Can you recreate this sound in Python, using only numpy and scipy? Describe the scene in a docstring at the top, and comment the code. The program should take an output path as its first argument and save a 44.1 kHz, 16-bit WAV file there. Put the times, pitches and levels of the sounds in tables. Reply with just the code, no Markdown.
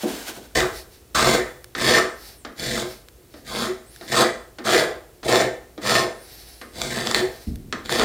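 """A hand rasp is pushed over the end of a thin wooden strip held in a workbench, in a small hard-walled shop.
First the palm shifts its grip and the handle is knocked with dull taps over a low rumble and steady air.
Eleven strokes follow, some with a second shove: random tooth bites and snapping splinters drive resonances.
After pushes the strip twangs; between them sleeves swish, quick returns whistle and metal ticks.
A dull bump comes before the last stroke; decaying noise gives the answer of the walls throughout."""
import sys
import numpy as np
from scipy import signal
from scipy.fft import rfft, irfft, next_fast_len
from scipy.io import wavfile
from scipy.ndimage import map_coordinates

SR = 44100
rng = np.random.default_rng(int(sys.argv[2]) if len(sys.argv) > 2 else 0)


def store_pcm(level_fs):
    """Save levels as 16-bit WAV."""
    pcm = np.round(np.clip(level_fs, -1, 1) * 32767).astype(np.int16)
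    wavfile.write(sys.argv[1], SR, np.atleast_2d(pcm).T)


N = 354637
TIME = np.arange(N) / SR
SIZE = 2 * next_fast_len(N // 2 + SR // 2)  # transform length, with room for tails
HZ = np.fft.rfftfreq(SIZE, 1 / SR)

# Pushes of the rasp, some opening with a light touch or followed by a second shove:
# start_s, rise_s, hold_s, entry_db, full_cut_db, then relative to the cut:
# bark_db and bending_db of the strip, closing twang_db, bench rocking_db
PUSHES = [ (0.549, .012, 0.024, -21.5, -20, 0.5, 3.5, -3, -14),
          (1.145, 0.14, 0.057, -22, -21, 3, 2.5, 1, -17),
          (1.747, 0.15, 0.075, -40.5, -19.5, 2, 0.5, -2, -26),
          (2.552, 0.087, 0.17, -46, -29.5, -2, -0.5, 3, -16.5),
          (3.44, .19, 0.024, -44, -28, -1, 1, 7.5, -22), (4.05, 0.063, .008, -45, -33.5, 0, -2, -20, -29),
          (4.113, 0.059, 0.047, -29.5, -21, 1.5, 3.5, 0, -41),
          (4.637, 0.074, 0.086, -34.5, -21, 1.5, 6, -3, -26.5),
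          (5.229, 0.035, 0.004, -38, -35, -1, 10, 13, -9),
          (5.276, 0.039, 0.092, -24.5, -24.5, 5, 7.5, 1, -35.5),
          (5.802, 0.12, 0.071, -42.5, -21, 0.5, 2.5, -9, -38),
          (6.707, 0.14, 0.26, -50.5, -32, 0, 2.5, -22, -16),
          (7.134, 0.016, 0.038, -35, -26.5, 0.5, 4, 10, -15),
          (7.84, 0.011, 0.0065, -35, -38, -1.5, -2, -18, -11),
          (7.886, 0.045, 0.059, -36, -25.5, -2, 2, -20, -24),
          (7.994, .02, .022, -32, -30.5, 6.5, 8.5, -22, -11), ]
# Bending resonances of the strip: centre_hz, width_hz (before the damping floor in modes), level_db
STRIP_BENDING = [(327.3, 7.6, -9), (364.6, 16.4, 0.8), (387.4, 37, -4), (445, 19, -6), (496, 30.4, 0),
                 (540, 6.6, -8), (571, 3.1, -23), (645.3, 19, -1.5), (669, 70, -4), (790, 145, -14.5),
                 (792, 62, -20)]
# Higher, barking resonances of the strip: centre_hz, width_hz (before the floor), level_db
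STRIP_BARK = [(1060, 37, -9), (1182, 94, -11), (1240, 19, -8), (1290, 144, -9), (1496, 35, -15.5),
              (1576, 47, -9), (1692, 9, -11), (1801, 3.7, -7.5), (1815, 100, -14), (1961, 27, -10.5),
              (2087, 23, -11), (2290, 190, -19)]
# Resonances of the steel blade: centre_hz, width_hz (before the floor), level_db
BLADE_MODES = [(3500, 120, 10), (4120, 500, -4), (4700, 370, -13), (7080, 280, 2.5)]
# Spectrum of the fizzing dust: frequency_hz, density_db (per Hz)
DUST_FIZZ = [(3000, -46), (6500, -4.5), (9600, 0.5), (11000, 1.5), (13000, -9), (15500, -7.5)]
# Spectrum of a sharp crack: frequency_hz, density_db (per Hz)
CRACK_SPECTRUM = [(300, -23), (900, 4), (1750, 7), (2700, 0.5), (3900, 6), (6000, -3.5), (9000, -14),
                  (15500, -35)]
# Spectrum of the steady air of the shop: frequency_hz, density_db (per Hz)
SHOP_AIR = [(65, -57), (110, 0), (279, 1.5), (366, 8.5), (967, -12), (1880, -14.5), (2840, -19),
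            (4290, -19.5), (14600, -45), (15500, -50)]


def amp(db):
    """Amplitude ratio: 20 dB is a factor of ten."""
    return 10 ** (np.asarray(db) / 20)


def unit(x):
    """Normalisation by mean power: scale to rms 1."""
    return x / np.sqrt(np.mean(np.abs(x) ** 2) + 1e-20)


def along(points, hz):
    """Interpolation on a logarithmic frequency axis between (frequency_hz, value) points."""
    knots_hz, values = np.transpose(points)
    return np.interp(np.log(hz + 1), np.log(knots_hz), values)


def shape(points):
    """Spectral envelope: a gain that falls as frequency squared below its first point."""
    return amp(along(points, HZ)) * np.minimum(HZ / points[0][0], 1) ** 2


def modes(table):
    """Modal superposition: the powers of damped resonances add, with a steep skirt above the group."""
    power = 0
    for centre, width, db in table:
        width = max(width, (centre / 330) ** 2 + 7)  # least damping grows with pitch
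        damping = (HZ * width) ** 2
        power = power + amp(db) ** 2 * damping / (damping + (HZ ** 2 - centre * centre) ** 2)
    return np.sqrt(power / (1 + (HZ / (2 * table[-1][0])) ** 4))


def ring(x, gain):
    """Minimum-phase filtering: a folded cepstrum makes the rms-normalised gain causal."""
    cepstrum = irfft(np.log(np.maximum(unit(gain), 1e-5)))
    cepstrum[1:SIZE // 2] *= 2
    cepstrum[SIZE // 2 + 1:] = 0
    response = np.exp(rfft(cepstrum))
    return irfft(rfft(x, SIZE) * response, SIZE)[..., :N]


def noise(points):
    """Filtered randomness: white noise takes on a spectrum and is scaled to rms 1."""
    return unit(ring(rng.standard_normal(N), shape(points)))


def wobble(rate):
    """Slow random modulation: a smooth curve through rate random knots a second."""
    return map_coordinates(rng.standard_normal(int(N * rate / SR) + 4), [TIME * rate])


def bursts(times, levels_db, t60):
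    """Exponential decay: puffs of random-sign force lose 60 dB in t60 seconds, cut off at 0.2 s."""
    out, t = np.zeros(N + SR), np.arange(SR // 5) / SR
    for s, db in zip(times, levels_db):
        puff = amp(db - 60 * t / t60) * rng.choice([-1, 1], len(t))
        out[round(s * SR):][:len(t)] += puff
    return out[:N]


def push(start, rise, hold, entry_db, full_db, release, grows_db=0):
    """Force envelope: teeth catch, the arm leans in and holds, then lets go at release dB a second."""
    attack_s, firm_db, attack_grows = 0.0062, -23, 0.75  # a lighter entry catches more slowly
    t = TIME - start
    catching = np.clip(t / (attack_s * amp(firm_db - entry_db) ** attack_grows), 0, 1)
    leaning_db = (entry_db - full_db) * (1 - np.clip(t / rise, 0, 1)) ** 2
    travel = np.clip(t / (rise + hold), 0, 1) - .5
    release_db = release * np.maximum(t - rise - hold, 0)
    return catching * amp(full_db + leaning_db + grows_db * travel - release_db)


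def slowing(s, rise, fall):
    """Kinematics: shortfall from an arm's top speed, 0 at s, 1 one rise before or one fall after."""
    return np.maximum((s - TIME) / rise, (TIME - s) / fall) ** 2


def moves(table):
    """Friction noise grows with speed: each arm move is loudest where it is fastest."""
    edge_db = 19.5  # quieter by this much one rise before and one fall after
    return sum(amp(db - edge_db * np.minimum(slowing(s, rise, fall), 10)) for s, rise, fall, db in table)


def workshop(x):
    """Diffuse reverberation: noise decaying band by band, after a 5 ms gap, answers for the walls."""
    # Reverberation time of the shop: frequency_hz, t60_s
    decay_times = [(150, 0.4), (450, 0.47), (1800, 0.42), (4000, 0.37), (9000, 0.4), (15000, 0.19)]
    hz, t, bands = signal.stft(rng.standard_normal(SR // 2), SR, nperseg=256)
    decay = amp(-60 * t / along(decay_times, hz)[:, None])
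    tail = signal.istft(bands * decay, SR, nperseg=256)[1]
    response = np.pad(tail, (SR // 200, 0)) / np.linalg.norm(tail)
    return signal.fftconvolve(x, response)[:N]


def background():
    """Structure-borne sound: pushes rock the bench into a rumble, joined by a dull bump and steady air."""
    # Spectrum of the low rumble: frequency_hz, density_db (per Hz)
    rumble_spectrum = [(20, -11), (38, -13), (54, 5.5), (80, -4), (125, -4.5), (220, -28)]
    # Spectrum of the dull bump: frequency_hz, density_db (per Hz)
    bump_spectrum = [(15, -24), (25, 0), (48, -5), (81, 0.5), (194, -6), (220, -2.5), (461, -24.5),
                     (515, -40), (700, -30), (910, -59), (1540, -120)]
    rock_release_db_per_s, steady_db = 59, -52
    bump_s, bump_rise_s, bump_db, bump_db_per_s = 7.468, 0.015, -22, 174
    shudder_db, shudder_db_per_s = -37, 29  # slower decay left by the bump
    rocking = np.zeros(N)
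    for start, rise, hold, _, full_db, *_, rock_db in PUSHES:
        level_db = full_db + rock_db
        rocking += push(start, rise, hold, level_db, level_db, rock_release_db_per_s)
    rumble = noise(rumble_spectrum) * np.hypot(amp(steady_db), rocking)
    t = np.maximum(TIME - bump_s, 0)
    decay = amp(bump_db - bump_db_per_s * t) + amp(shudder_db - shudder_db_per_s * t)
    bump = np.minimum(t / bump_rise_s, 1) * decay
    return rumble + bump * noise(bump_spectrum) + amp(-55.0) * noise(SHOP_AIR)


def whistle():
    """Pitch proportional to speed: three thin lines rise and fall with each quick return."""
    # Quick returns of the arm: fastest_s, rise_s, fall_s, top_pitch_hz (middle line, before waver), level_db
    return_table = [(.085, .05, .07, 11000, -56), (2.27, .2, .2, 12200, -60), (3.97, .2, .2, 10700, -62),
                    (4.39, .1, .2, 8900, -68), (6.32, .2, .48, 12700, -59)]
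    sag, edge_db = .35, 6  # share of pitch and decibels lost towards both ends of a return
    out = np.zeros(N)
    waver = 1 + .016 * wobble(20) + .003 * wobble(900)
    lines = [(ratio, amp(4.5 * wobble(18))) for ratio in (.885, 1, 1.19)]
    for s, rise, fall, hz, db in return_table:
        slow = slowing(s, rise, fall)
        on = slow < 1
        speed = 1 - sag * np.sin(np.pi / 2 * np.sqrt(slow[on])) ** 2
        phase = 2 * np.pi * np.cumsum(hz * speed * waver[on]) / SR
        fade = np.minimum(10 * (1 - slow[on]), 1)
        loudness = amp(db - edge_db * slow[on]) * fade
        out[on] += loudness * sum(gain[on] * np.sin(ratio * phase) for ratio, gain in lines)
    return out


def sleeves():
    """Friction noise: palm and cloth hiss with the speed of the arms, and the returns whistle."""
    # The palm shifts its grip: fastest_s, rise_s, fall_s, level_db
    grip_table = [(.07, 0.23, 0.41, -34), (.29, 0.028, 0.052, -41)]
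    # Sleeves swish as the arms draw back: fastest_s, rise_s, fall_s, level_db
    swish_table = [(.775, 0.077, 0.084, -40.5), (.94, 0.044, 0.081, -50.5), (2.27, 0.14, 0.12, -43.5),
                   (2.89, 0.083, 0.14, -42), (3.38, 0.096, 0.082, -52), (4.02, 0.17, 0.23, -48),
                   (6.34, 0.2, 0.42, -45), (7.37, 0.11, 0.23, -48)]
    # Spectrum of the palm: frequency_hz, density_db (per Hz)
    palm_spectrum = [(410, -10), (700, -1), (1250, -7), (1560, 0.5), (1760, -5.5), (3820, -5),
                     (15500, -14.5)]
    # Spectrum of the cloth: frequency_hz, density_db (per Hz)
    cloth_spectrum = [(410, -29), (700, -2), (1070, -13), (1760, -5.5), (3320, -9), (4030, -1.5),
                      (5360, -2), (6760, -11.5), (10900, -8.5), (15500, -13)]
    palm = moves(grip_table) * noise(palm_spectrum)
    cloth = moves(swish_table) * noise(cloth_spectrum)
    return (palm + cloth) * amp(1.6 * wobble(35)) + whistle()


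def clinks():
    """Impulsive excitation: something of metal held in the hand rattles and rings damped modes."""
    # Metal ticks while the rasp is lifted clear: start_s, level_db (before the common trim)
    tick_table = [(1.6436, -15), (2.238, -34.5), (3.0856, -22), (3.9617, -24), (7.5578, -22)]
    # Resonances of the metal: centre_hz, width_hz (before the floor in modes), level_db
    metal_modes = [(1720, 300, -1), (3500, 1500, -7), (5337, 450, -8), (8100, 2500, -15.5),
                   (10700, 400, -9.5), (13160, 1500, -16)]
    s, db = np.transpose(tick_table)
    return ring(bursts(s, db - 10.5, t60=0.0077), modes(metal_modes))


def taps():
    """Impact excitation: steel on wood gives a crack, a dull knock and a short skitter of the teeth."""
    # The handle is knocked, or the blade lands or snags on the strip; levels before the trims below:
    # start_s, peak_db, knock_db, crack_db
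    impact_table = [(0.034, -25, -16.5, -41), (0.284, -26, -34, -38), (0.364, -12, -32.5, -60),
                    (1.75, -25, -29, -20), (2.449, -24, -30.5, -26.5), (3.34, -20, -37.5, -38.5),
                    (4.011, -45, -35, -33.5), (4.585, -37, -30.5, -28.5), (5.23, -37, -36, -29.5),
                    (5.778, -16.5, -31.5, -34), (6.614, -28, -37.5, -28.5), (7.726, 11.5, -27, -19),
                    (7.997, 17, -18, -28)]
    # Spectrum of the knock: frequency_hz, density_db (per Hz)
    knock_spectrum = [(40, -47), (130, -11.5), (260, 10.5), (800, -5.5), (1000, -15), (2000, -42),
                      (4000, -66)]
    s, peak_db, knock_db, crack_db = np.transpose(impact_table)
    knock = ring(bursts(s, knock_db - 3.5, t60=0.37), shape(knock_spectrum))
    knock += ring(bursts(s, knock_db - 5.0, t60=0.19), modes(STRIP_BENDING))
    skitter = ring(bursts(s, crack_db - 9, t60=0.25), modes(STRIP_BARK))
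    impact = bursts(s, crack_db - 4.0, t60=0.058) + bursts(s, peak_db - 23.5, t60=0.0027)
    return knock + skitter + ring(impact, shape(CRACK_SPECTRUM))


def snaps():
    """Sudden stress release: a splinter jolts and crackles, pinging blade and strip."""
    # Splinters snap under the teeth: start_s, jolt_db (before filtering)
    splinter_table = [(0.605, -3), (1.164, -7.5), (4.6536, -21), (4.684, -12), (5.2829, -17), (5.326, -4),
                      (5.358, -4), (5.896, -4), (6.817, -4), (7.072, -7.5), (7.113, -4), (7.1465, 0),
                      (7.8593, -19), (7.8944, -10), (7.925, -3.5), (7.9965, -4.5)]
    s, jolt_db = np.transpose(splinter_table)
    jolts = np.bincount(np.round(s * SR).astype(int), amp(jolt_db), N)
    crackle = bursts(s, jolt_db - 6, t60=0.0064)
    crack = ring(amp(0.5) * jolts + crackle, shape(CRACK_SPECTRUM))
    fizz = amp(-8.0) * ring(jolts, shape(DUST_FIZZ))
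    blade = amp(3) * ring(jolts, modes(BLADE_MODES))
    bark = amp(-13) * ring(jolts, modes(STRIP_BARK))
    return crack + fizz + blade + bark


def twangs():
    """Free vibration: after each push a bending tone swells, sharpens as the load comes off, and dies."""
    delay_s, free_hz, scatter = .05, 373.7, .015  # scatter: random share of pitch from push to push
    out = np.zeros(N)
    for start, rise, hold, _, full_db, _, _, twang_db, _ in PUSHES:
        s = start + rise + hold + delay_s
        near = np.abs(TIME - s) < .3
        t = TIME[near] - s
        life = 2 / (np.exp(-t / .012) + np.exp(t / .022))
        loading = .08 / (1 + np.exp((t + 0.012) / 0.016))  # the pitch begins up to 8 % flat
        pitch_hz = free_hz * (1 + scatter * rng.standard_normal()) * (1 - loading)
        cycles = np.cumsum(pitch_hz) / SR + rng.random()
        out[near] += amp(full_db + twang_db) * life * np.sin(2 * np.pi * cycles)
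    return out


def teeth(rate, spread_db):
    """Random impulse train: single teeth bite at random moments with uneven force."""
    bites = rng.random(N) < rate / SR
    force = amp(spread_db * np.clip(rng.standard_normal(N), -2, 2))
    return unit(bites * rng.choice([-1, 1], N) * force)


def chips(rate, spread_db):
    """Irregular renewal process: whole rows of teeth break out chips at an uneven pace."""
    times = np.cumsum(rng.uniform(.25, 1.75, 2000)) / rate
    sizes_db = spread_db * np.clip(rng.standard_normal(len(times)), -2, 1)
    inside = times < (N - 1) / SR
    return unit(bursts(times[inside], sizes_db[inside], t60=.003))


def contact(x, t60, share_db, count=3):
    """Moving excitation point: dense damped modes colour x in a mix that shifts along the blade."""
    t = np.arange(SR // 25) / SR
    tails = rng.standard_normal((count, len(t))) * amp(-60 * t / t60)
    tails /= np.linalg.norm(tails, axis=1, keepdims=True)
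    blend = np.array([wobble(9) for _ in tails])
    blend /= np.linalg.norm(blend, axis=0)
    answers = signal.fftconvolve(x[None], tails, axes=1)[:, :N]
    coloured = np.sum(blend * answers, axis=0)
    return (x + amp(share_db) * coloured) / np.hypot(1, amp(share_db))


def rasping():
    """Forced vibration: tooth bites, clumped by blade chatter, drive fibres, blade, strip and bench."""
    # Spectrum of the tearing fibres: frequency_hz, density_db (per Hz)
    tearing_spectrum = [(1500, -39.5), (2300, -7.5), (2850, -8), (3450, 2.5), (4800, 2.5), (5700, -3.5),
                        (7200, -6), (8600, -6), (9700, -17.5), (15500, -22.5)]
    # Resonances of the bench: centre_hz, width_hz (before the floor in modes), level_db
    bench_modes = [(124.4, 12.7, -12.5), (140, 39, -11.5), (213, 11, -4), (237.3, 17, -3.5)]
    rocking_modes = [(84, 130, 0), (142, 34, 0.013)]  # same columns
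    cut_release, bark_release, bend_release = 292, 181, 167  # dB per s as the load comes off
    bark_grows_db, bend_grows_db = 2, 4.5  # the strip answers more from start to end of a push
    cut, bark, bend, rock = np.zeros((4, N))
    for *gesture, bark_db, bend_db, _, rock_db in PUSHES:
        force = push(*gesture, cut_release)
        cut += force
        rock += amp(rock_db) * force
        bark += amp(bark_db) * push(*gesture, bark_release, bark_grows_db)
        bend += amp(bend_db) * push(*gesture, bend_release, bend_grows_db)

    chatter = unit(amp(1.47 * wobble(260) + 0.97 * wobble(60)))
    coarse = amp(-2) * chips(rate=165, spread_db=4)
    bites = unit(chatter * teeth(rate=2200, spread_db=3) + coarse)
    fibres = unit(bites + amp(-1.5) * chatter * teeth(rate=12000, spread_db=12.0))
    # Well above -33.5 dB of cut, dust fizz and bench shudder grow more slowly than the cut.
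    drag = cut / (cut + amp(-33.5)) * cut ** 0.35

    tearing = amp(-0.8) * ring(cut * fibres, shape(tearing_spectrum))
    dust = coarse + chatter * teeth(rate=6600, spread_db=2)
    fizz = amp(-28.0) * ring(drag * dust, shape(DUST_FIZZ))
    # The blade sings more or less as the contact passes its nodes.
    singing = unit(amp(1.9 * wobble(7)))
    blade_force = cut * singing * chatter * teeth(rate=1500, spread_db=6.5)
    blade = amp(-9) * ring(blade_force, modes(BLADE_MODES))
    barking = amp(-0.62) * contact(ring(bark * bites, modes(STRIP_BARK)), t60=0.022, share_db=-1.5)
    bending = amp(-2.0) * ring(bend * bites, modes(STRIP_BENDING))
    bench = amp(-19.0) * ring(drag * bites, modes(bench_modes))
    bench += amp(3) * ring(rock * bites, modes(rocking_modes))
    return contact(tearing + fizz, t60=0.016, share_db=-9) + blade + barking + bending + bench


def scene():
    """Mid-side sum, nearly mono: a faint side is the filtered, phase-turned centre plus weak noise."""
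    # Level of the faint side: frequency_hz, side_db (against the centre, before the trims below)
    side_levels = [(60, -33), (180, -46), (550, -43.5), (1650, -38.5), (4970, -31.5), (15000, -27)]
    work, ticks = rasping() + taps(), snaps()
    near = amp(-1.7) * work + twangs() + ticks + clinks() + sleeves() + background()
    mid = near + amp(-9.5) * workshop(work) + amp(-5.0) * workshop(ticks)
    # The centre is smeared by a decaying noise filter and also turned by a quarter cycle.
    unlike = amp(-4) * rfft(workshop(mid), SIZE) + amp(9.5) * 1j * rfft(mid, SIZE)
    side = irfft(unlike * amp(along(side_levels, HZ)), SIZE)[:N] + amp(-72) * noise(SHOP_AIR)
    return np.array([mid + side, mid - side])


def record(dry):
    """Soft saturation and band limiting: the highest peaks are rounded and the top octave's end is cut."""
    top_hz = 15800
    rounded = dry / (1 + (dry / .8) ** 6) ** (1 / 6)
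    return irfft(rfft(rounded, SIZE) / (1 + (HZ / top_hz) ** 160), SIZE)[:, :N]


dry = scene()
out = record(dry)
store_pcm(out)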